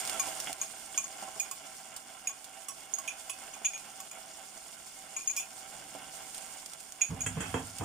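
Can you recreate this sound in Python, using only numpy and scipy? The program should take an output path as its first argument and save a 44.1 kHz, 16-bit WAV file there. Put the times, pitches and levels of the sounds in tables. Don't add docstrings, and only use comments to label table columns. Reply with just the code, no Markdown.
import sys
import numpy as np
from scipy import signal
from scipy.fft import rfft, irfft, next_fast_len
from scipy.io import wavfile

SR = 44100
rng = np.random.default_rng(int(sys.argv[2]) if len(sys.argv) > 2 else 0)


def waveform_to_disk(signal):
    frames = np.transpose(np.atleast_2d(signal))
    scaled = np.clip(frames, -1, 1) * 32767
    samples = np.round(scaled).astype(np.int16)
    wavfile.write(sys.argv[1], SR, samples)


N = 345744
T = np.arange(N) / SR


def from_db(db):
    return 10 ** (np.asarray(db) / 20)


def rms_one(x):
    return x / np.sqrt(np.mean(x ** 2) + 1e-20)


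def add(out, s, sound):
    at = int(s * SR)
    out[..., at:at + sound.shape[-1]] += sound[..., :N - at]


def white():
    return rng.standard_normal(N)


def drift(rate):
    knots = rng.standard_normal(int(rate * N / SR) + 2)
    return np.interp(T * rate, np.arange(len(knots)), knots)


def grains(per_s, size_db, clump_db):
    born = rng.random(N) < per_s * from_db(clump_db * drift(35)) / SR
    sizes = np.minimum(rng.exponential(1, N), 3.5)
    return rms_one(born * rng.choice([-1, 1], N) * from_db(size_db * sizes))


def clicks(times, levels_db):
    out = np.zeros(N)
    out[(times * SR).astype(int)] = from_db(levels_db)
    return out


def bursts(times, levels_db, t60s):
    power = np.zeros(N)
    for s, db, t60 in zip(times, levels_db, np.broadcast_to(t60s, len(times))):
        add(power, s, from_db(db - 60 * T[:SR // 2] / t60) ** 2)
    return np.sqrt(power)


def cut(x, order, hz, kind="low"):
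    return signal.sosfilt(signal.butter(order, hz, kind, fs=SR, output="sos"), x)


def colour(x, spectrum):
    size = next_fast_len(N + 4096, True)
    hz, level_db = np.transpose(spectrum)
    log_hz = np.log(np.fft.rfftfreq(size, 1 / SR) + 1)
    gain = from_db(np.interp(log_hz, np.log(hz), level_db))
    cepstrum = irfft(np.log(gain), size)
    cepstrum[1:size // 2] *= 2
    cepstrum[size // 2 + 1:] = 0
    return irfft(rfft(x, size) * np.exp(rfft(cepstrum)), size)[..., :N]


def resonate(x, hz, width_hz):
    r = np.exp(-np.pi * width_hz / SR)
    feedback = [1, -2 * r * np.cos(2 * np.pi * hz / SR), r * r]
    return signal.lfilter(np.array([1, 0, -1]) * (1 - r * r) / 2, feedback, x + 1e-18)


def body(x, modes):
    power = sum(np.pi * width / SR * from_db(db) ** 2 for hz, width, db in modes)
    out = sum((-1) ** k * from_db(db) * resonate(x, hz, width) for k, (hz, width, db) in enumerate(modes))
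    return out / np.sqrt(power)


def spread(draw, alike):
    return np.sqrt(alike) * draw() + np.sqrt(1 - alike) * np.array([draw(), draw()])


def pan(x, left_db):
    return x * from_db(np.array([[left_db], [-left_db]]) / 2)


def kitchen(x, wet_db, t60):
    t = T[:SR // 4]
    tail = rng.standard_normal((2, len(t))) * from_db(-60 * t / t60) * (t > .003)
    tail /= np.sqrt(np.sum(tail ** 2, axis=1, keepdims=True))
    return x + from_db(wet_db) * signal.fftconvolve(x, tail, axes=1)[:, :x.shape[1]]


def sizzle(level_db):
    # (frequency [Hz], gain [dB])
    droplet_spectrum = [(1500, -19), (3500, -8), (3950, -12), (4400, -7.5), (5400, -5), (6300, -6.5),
                        (7200, -1), (7900, -7), (8600, -1), (9500, -5.5), (10600, -12), (12500, -14.5),
                        (15200, -12.5), (16000, -43)]
    # (time [s], relative level [dB], t60 [s])
    loud_spits = [(0.0517, -27.5, .012), (0.075, -28.5, 0.02), (0.096, -27.5, 0.033), (0.401, -27, 0.028),
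                  (0.5292, -26, 0.011), (1.963, -35.5, 0.065), (2.443, -39, 0.055), (3.778, -32.5, 0.0075),
                  (6.346, -34, 0.026), (6.3797, -37.5, 0.032), (6.66, -33, 0.02), (6.735, -34, 0.013),
                  (6.805, -34.5, 0.0089), (6.922, -32.5, 0.012), (7.784, -32, 0.031)]
    hiss = from_db(-2.5) * spread(lambda: grains(per_s=16000, size_db=3, clump_db=4), alike=0.005)
    pops = 0
    for hz in np.geomspace(5000, 11000, 8):
        crackle = resonate(grains(per_s=320, size_db=8.5, clump_db=3.5), hz, width_hz=1300)
        pops = pops + pan(crackle, left_db=rng.normal(0, 5.3))
    ticks = from_db(-15) * spread(lambda: grains(per_s=50, size_db=6, clump_db=3), alike=0.4)
    flicker_db = 1.2 * drift(30)
    fat = (hiss + from_db(-11) * rms_one(pops) + ticks) * from_db(level_db + 13.5 + flicker_db)
    spits = from_db(8) * bursts(*np.transpose(loud_spits)) * spread(white, alike=0.28)
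    return kitchen(colour(fat + spits, droplet_spectrum), wet_db=-8, t60=0.043)


def simmer(level_db):
    # (frequency [Hz], bandwidth [Hz], gain [dB])
    midrange_resonances = [(152, 120, -18), (263, 56, -5), (513, 210, -12.5), (649, 24.8, 5.5),
                           (769, 19.3, 8), (870, 50, -1), (1044, 103, -4.5), (1390, 99, -2),
                           (1570, 167, -5), (2170, 197, -4.5), (2860, 240, -5), (3460, 180, -6)]
    swell = from_db(level_db + 2 + 0.97 * drift(11))
    bubbles = swell * spread(lambda: grains(per_s=2500, size_db=4.5, clump_db=4.5), alike=0.76)
    coloured = body(bubbles + plops() + smears(), midrange_resonances)
    return kitchen(cut(coloured, order=4, hz=3800), wet_db=-7, t60=0.076)


def air_rumble(sizzle_db):
    # (frequency [Hz], relative level [dB])
    air_spectrum = [(20, -36), (45, -2.5), (90, -4.5), (160, 0), (270, 0.5), (600, -7.5), (1500, -18),
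                    (4000, -31)]
    turn_db = 5.5 * np.exp(-((T - 5.88) / 0.32) ** 2)
    level_db = -66.5 + 0.73 * (sizzle_db - sizzle_db.mean()) + turn_db
    air = rms_one(colour(spread(white, alike=0.99), air_spectrum))
    return pan(from_db(level_db) * air, left_db=-5)


def touch(chatter_s):
    t = T[:SR // 5]
    rebounds = (rng.random(len(t)) < 4000 / SR) * rng.standard_normal(len(t))
    force = 0.4 * rebounds * np.exp(-t / max(chatter_s, 0.0005))
    force[0] = 1
    left_lag = rng.integers(0, 3)
    left = np.pad(force, (left_lag, 0))[:len(t)]
    return kitchen(np.array([left, force]), wet_db=-5, t60=0.16)


def ring(force, modes, stretch=1):
    out, detune = 0, stretch * (1 + 0.003 * rng.standard_normal())
    for hz, db, t60 in modes:
        swell = resonate(force, hz * detune, width_hz=800)
        decay = resonate(swell, hz * detune, width_hz=np.log(1000) / np.pi / t60)
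        tone = np.array([rms_one(side) for side in decay])
        out = out + tone * from_db(db + 1.2 * rng.standard_normal()) * rng.choice([-1, 1])
    strength = np.sqrt(sum(from_db(db - 13) ** 2 for hz, db, t60 in modes))
    return strength * np.array([rms_one(side) for side in out])


def clinks():
    # (time [s], ping [dB], cup note [dB], spoon note [dB], jingle [dB],
    # flat to edge-on [0-1], crack on the rim [0-1], ping pitch [Hz], ping to the left [dB], chatter [s])
    contacts = [(0.1962, -28, -42, -39, -39.5, 0.65, 0, 6620, 3, 0.0061),
                (0.6144, -30.5, -49, -49, -47.5, 0.7, 0.2, 6600, -0.5, 0.0038),
                (0.9767, -25.5, -40.5, -44.5, -43.5, 0.56, 0.33, 6670, -5, 0.0061),
                (1.041, -38.5, -71, -53, -55, 0.42, 0, 6650, 4, 0.0011),
                (1.398, -30, -39, -60, -40, 0.97, 0.04, 6680, -9, 0.003),
                (1.512, -42.5, -57, -45, -43, 0.7, 0.11, 6780, -5, 0.0021),
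                (2.2718, -29, -42, -65, -44.5, 0.56, 0, 6680, -5, 0.0031),
                (2.294, -47, -62, -49.5, -52, 0.6, 0, 6660, 6, 0.0026),
                (2.6843, -49, -71, -46, -43, 0.32, 0.13, 6630, 9, .013),
                (2.9375, -31, -70, -72, -47.5, 0.61, 0, 6580, -14.5, 0.0045),
                (2.9859, -37.5, -70, -46, -45, 0.7, 0, 6560, -7, 0.0017),
                (3.0765, -36.5, -38, -60, -47.5, 0.25, 0.87, 6650, -7, 0.011),
                (3.296, -43.5, -51, -48, -42, 0.16, 0.39, 6700, -6, 0.0043),
                (3.537, -45.5, -56, -55, -54.5, 0.5, 0.3, 6620, -6, 0.0065),
                (3.6467, -38, -39, -60, -49, 0.3, 0.96, 6470, 12, 0.0073),
                (3.652, -24.5, -49, -64, -47.5, 0.46, 1, 6690, -5, 0.0053),
                (3.734, -37, -45, -64, -57.5, 0.41, 0.95, 6680, -1, 0.016),
                (4.0025, -47, -66, -52.5, -48.5, 0.7, 0.14, 6750, -1, 0.0016),
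                (4.112, -45, -57, -63, -53, 0.6, 0, 6880, 0, .004),
                (5.165, -34, -44.5, -51, -50.5, 0.37, .05, 6710, 4, 0.0078),
                (5.208, -43, -50, -60, -68, 0.4, 0, 6650, 0, 0.008),
                (5.274, -26, -55, -60, -47, 0.9, 0.26, 6660, -1, 0.0055),
                (5.297, -34.5, -45, -62, -54, 0.69, 0, 6730, 7, 0.005),
                (5.312, -36, -53, -64, -58, .6, 0.1, 6640, 3, .003),
                (5.364, -33, -38, -53, -37.5, 0.62, 0.17, 6700, -3, 0.022),
                (5.3969, -40, -53, -57, -46, 0.3, 0.4, 6770, 9, 0.011),
                (7.0105, -40, -40, -67, -47, 0.45, 0.64, 6830, -5, 0.0094),
                (7.0165, -23, -39, -68, -51, 0.31, 0.8, 6606, -10.5, 0.0047),
                (7.034, -37, -45.5, -68, -56, .35, 0.5, 6720, -3, 0.012),
                (7.2062, -40, -50, -60, -47.5, 0.3, 0.1, 6670, -11, 0.0029),
                (7.216, -31, -61, -66, -52, 0.51, 0.1, 6760, -3, 0.0092)]
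    # (frequency [Hz], relative level [dB], t60 [s])
    cup_note = [(2410, 0.5, 0.075), (2464, -1.5, 0.046), (2460, -12, 0.37)]
    cup_ping = [(6635, 1.5, 0.04), (6900, -12.5, 0.029), (7040, -14.5, 0.065)]
    cup_rim = [(2580, 2, 0.19), (2760, -2.5, 0.025), (2990, -6, 0.17), (3170, -7, 0.11), (3440, -2, 0.078)]
    # (frequency [Hz], relative level [dB], t60 [s])
    spoon_note = [(1095, -1, 0.077)]
    spoon_flat = [(3356, -9, 0.045), (8000, -0.5, 0.12), (9990, 4, 0.062), (10300, -9.5, .06)]
    spoon_edge = [(4950, -2.5, 0.039), (8080, 0.5, 0.041), (12010, -1.5, 0.046), (15060, -4, .06)]
    spoon_stem = [(5710, 0.54, 0.057)]
    loose_chatter_s = 0.013
    out = np.zeros((2, N))
    for s, ping_db, cup_db, spoon_db, jingle_db, edge, crack, ping_hz, left_db, chatter_s in contacts:
        force = touch(chatter_s)
        ping = from_db(ping_db) * ring(force, cup_ping, stretch=ping_hz / cup_ping[0][0])
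        low_notes = from_db(cup_db) * ring(force, cup_note) + from_db(spoon_db) * ring(force, spoon_note)
        jingle = (1 - edge) * ring(force, spoon_flat) + edge * ring(force, spoon_edge)
        stem = min(chatter_s / loose_chatter_s, 1) * ring(force, spoon_stem)
        rim = crack * from_db(3) * ring(force, cup_rim)
        notes = low_notes + from_db(jingle_db) * (jingle + stem + rim)
        add(out, s, pan(notes, left_db=-4) + pan(ping, left_db + 6))
    return out + rasps(contacts)


def rasps(contacts):
    s, ping_db, _, _, jingle_db, _, crack, *_ = np.transpose(contacts)
    rasp = bursts(s, ping_db - 16, t60s=0.07) * spread(white, alike=0.2)
    clack = bursts(s, jingle_db - 9 + 17 * crack, t60s=0.07) * spread(white, alike=0.16)
    grit = bursts(s, jingle_db + 5.5, t60s=0.061) * spread(white, alike=0.2)
    return (body(rasp, [(6850, 450, 0)]) + body(clack, [(2330, 790, 9.4), (3180, 700, 6.2)])
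            + body(grit, [(7460, 4100, 0)]))


def plops():
    # (time [s], relative level [dB], wetness [0-1])
    landings = [(0.269, -39.5, 0.49), (0.4715, -40, 0.73), (0.492, -40.5, 0.5), (0.944, -49, 0.7),
                (1.223, -43, 0.2), (1.274, -43.5, 0.2), (1.36, -46.5, 0), (3.478, -51, 0.66),
                (3.562, -48.5, 0.2), (3.614, -48.5, 0), (5.947, -42, 0.3), (6.38, -57, 0.55)]
    s, plop_db, wetness = np.transpose(landings)
    thud_db = plop_db + 8
    squelch_db = plop_db - 19 * (1 - wetness) + 20 * wetness
    tearing = spread(lambda: grains(per_s=5400, size_db=1, clump_db=4.5), alike=1)
    thud = clicks(s, thud_db + 19.5) + bursts(s, thud_db, t60s=0.071) * tearing
    squelch = clicks(s, squelch_db + 23.5) + bursts(s, squelch_db, t60s=0.11) * tearing
    return cut(thud, order=2, hz=900) + cut(squelch, order=2, hz=1500, kind="high")


def smears():
    # (time [s], duration [s], level [dB])
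    strokes = [(1.11, 0.22, -50), (3.385, 0.35, -56.5), (5.865, 0.16, -69)]
    drag = sum(from_db(db) * np.clip(1 - (2 * (T - s) / length - 1) ** 2, 0, 1)
               for s, length, db in strokes)
    return drag * spread(lambda: grains(per_s=2000, size_db=1, clump_db=2), alike=0.56)


def shoving():
    # (time [s], duration [s], relative level [dB])
    shoves = [(7.085, 0.11, -39.5), (7.241, 0.11, -42), (7.365, 0.28, -42.5), (7.81, 0.11, -46)]
    attack_s, t60 = 0.0047, 0.51
    envelope = 0
    for s, length, db in shoves:
        attack = np.clip((T - s) / attack_s, 0, 1)
        envelope = envelope + attack * from_db(db - 60 * np.maximum(T - s - length, 0) / t60)
    return from_db(-4.5) * envelope * spread(white, alike=0.97)


def juddering():
    # (time [s], duration [s], slip rate [Hz], level [dB])
    judders = [(7.097, 0.052, 163, -33.5), (7.359, 0.05, 170, -32), (7.797, 0.036, 160, -34.5)]
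    out = np.zeros(N)
    for s, length, slip_hz, db in judders:
        arch = np.sqrt(np.abs(np.sin(np.pi * np.clip((T - s) / length, 0, 1))))
        phase = 2 * np.pi * np.cumsum(slip_hz * (1 + 0.1 * drift(140))) / SR
        out += from_db(db) * arch * np.sin(phase)
    return out


def drawer():
    # (time [s], thump [dB], panel [dB], hardness [0-1], rattle [dB], t60 [s])
    knocks = [(7.105, -19, -44.5, .1, -65, 0.51), (7.2627, -14, -42.5, 0.68, -32, 0.13),
              (7.368, -25, -40, 0, -53, 0.28), (7.405, -18, -41, 0.65, -38, 0.39),
              (7.541, -3, -29, 0.1, -36.5, 0.26), (7.809, -8, -34.5, 0, -47, 0.87)]
    # (frequency [Hz], bandwidth [Hz], gain [dB])
    deep_modes = [(69, 15, 0), (101.5, 13, 4), (163.6, 21, 1), (255.4, 8.7, -1)]
    panel_modes = [(261, 38, 11), (450, 30, 11), (690, 160, 1), (880, 73, 5.5), (1050, 200, 2)]
    content_modes = [(1170, 580, -4.5), (1610, 300, 2.5), (2040, 240, -0.5), (2604, 100, 3.5),
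                     (3240, 55, 6.5)]
    snap_db = 21
    s, thump_db, panel_db, hardness, rattle_db, t60 = np.transpose(knocks)
    push = clicks(s, thump_db) + shoving()
    boom = cut(body(push, deep_modes), order=2, hz=350) + juddering()
    bounces = bursts(s, panel_db, t60) * spread(lambda: grains(per_s=600, size_db=1, clump_db=1), 0.67)
    knock = cut(body(clicks(s, panel_db + snap_db) + bounces, panel_modes), order=2, hz=1600)
    scrape = from_db(-43 - 150 * np.abs(T - 7.43))
    collisions = spread(lambda: grains(per_s=3800, size_db=4, clump_db=3.5), alike=0.09)
    shake = np.hypot(scrape, bursts(s, rattle_db, t60)) * collisions
    clatter = cut(body(clicks(s, rattle_db + snap_db) + shake, content_modes), order=6, hz=3600)
    hard_hits = bursts(s, rattle_db - 7.5 + 14 * hardness, t60s=0.17) * spread(white, alike=0.23)
    clack = body(hard_hits, [(6900, 530, 6.5), (8600, 1600, 0)])
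    return pan(boom + kitchen(knock + clack + clatter, wet_db=-9, t60=0.11), left_db=-3.5)


def scene():
    # (time [s], simmer [dB], sizzle [dB])
    louder_opening = [(0.0, -42, -44), (0.358, -47.5, -45.5), (0.5, -50.5, -47)]
    quieter_rest = [(0.56, -53.5, -50.5), (1.45, -52.5, -52.5), (1.75, -55, -53.5), (2.55, -56.5, -56),
                    (3.5, -54, -53), (3.68, -56.5, -53.5), (5.04, -56, -53.5), (6.42, -53, -51.5),
                    (6.76, -57, -53.5), (7.07, -58, -56.5), (7.39, -50.5, -53), (7.84, -56.5, -52)]
    # (frequency [Hz], left minus right [dB])
    directivity = [(60, -22.5), (99, 3), (160, -6), (270, 2), (450, -14.5), (740, -6), (1220, -9),
                   (2010, -6), (3330, -5), (5500, 1.5), (9080, -10.5), (15000, -0.5)]
    s, *levels = np.transpose(louder_opening + quieter_rest)
    simmer_db, sizzle_db = [np.interp(T, s, db) for db in levels]
    stove = simmer(simmer_db) + sizzle(sizzle_db) + clinks()
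    left = colour(stove[0], [(hz, db / 2) for hz, db in directivity])
    right = colour(stove[1], [(hz, -db / 2) for hz, db in directivity])
    return np.array([left, right]) + drawer() + air_rumble(sizzle_db)


def record(dry):
    cutoff_hz = 15700
    return signal.sosfilt(signal.ellip(10, 0.2, 80, cutoff_hz, fs=SR, output="sos"), dry)


dry = scene()
out = record(dry)
waveform_to_disk(out)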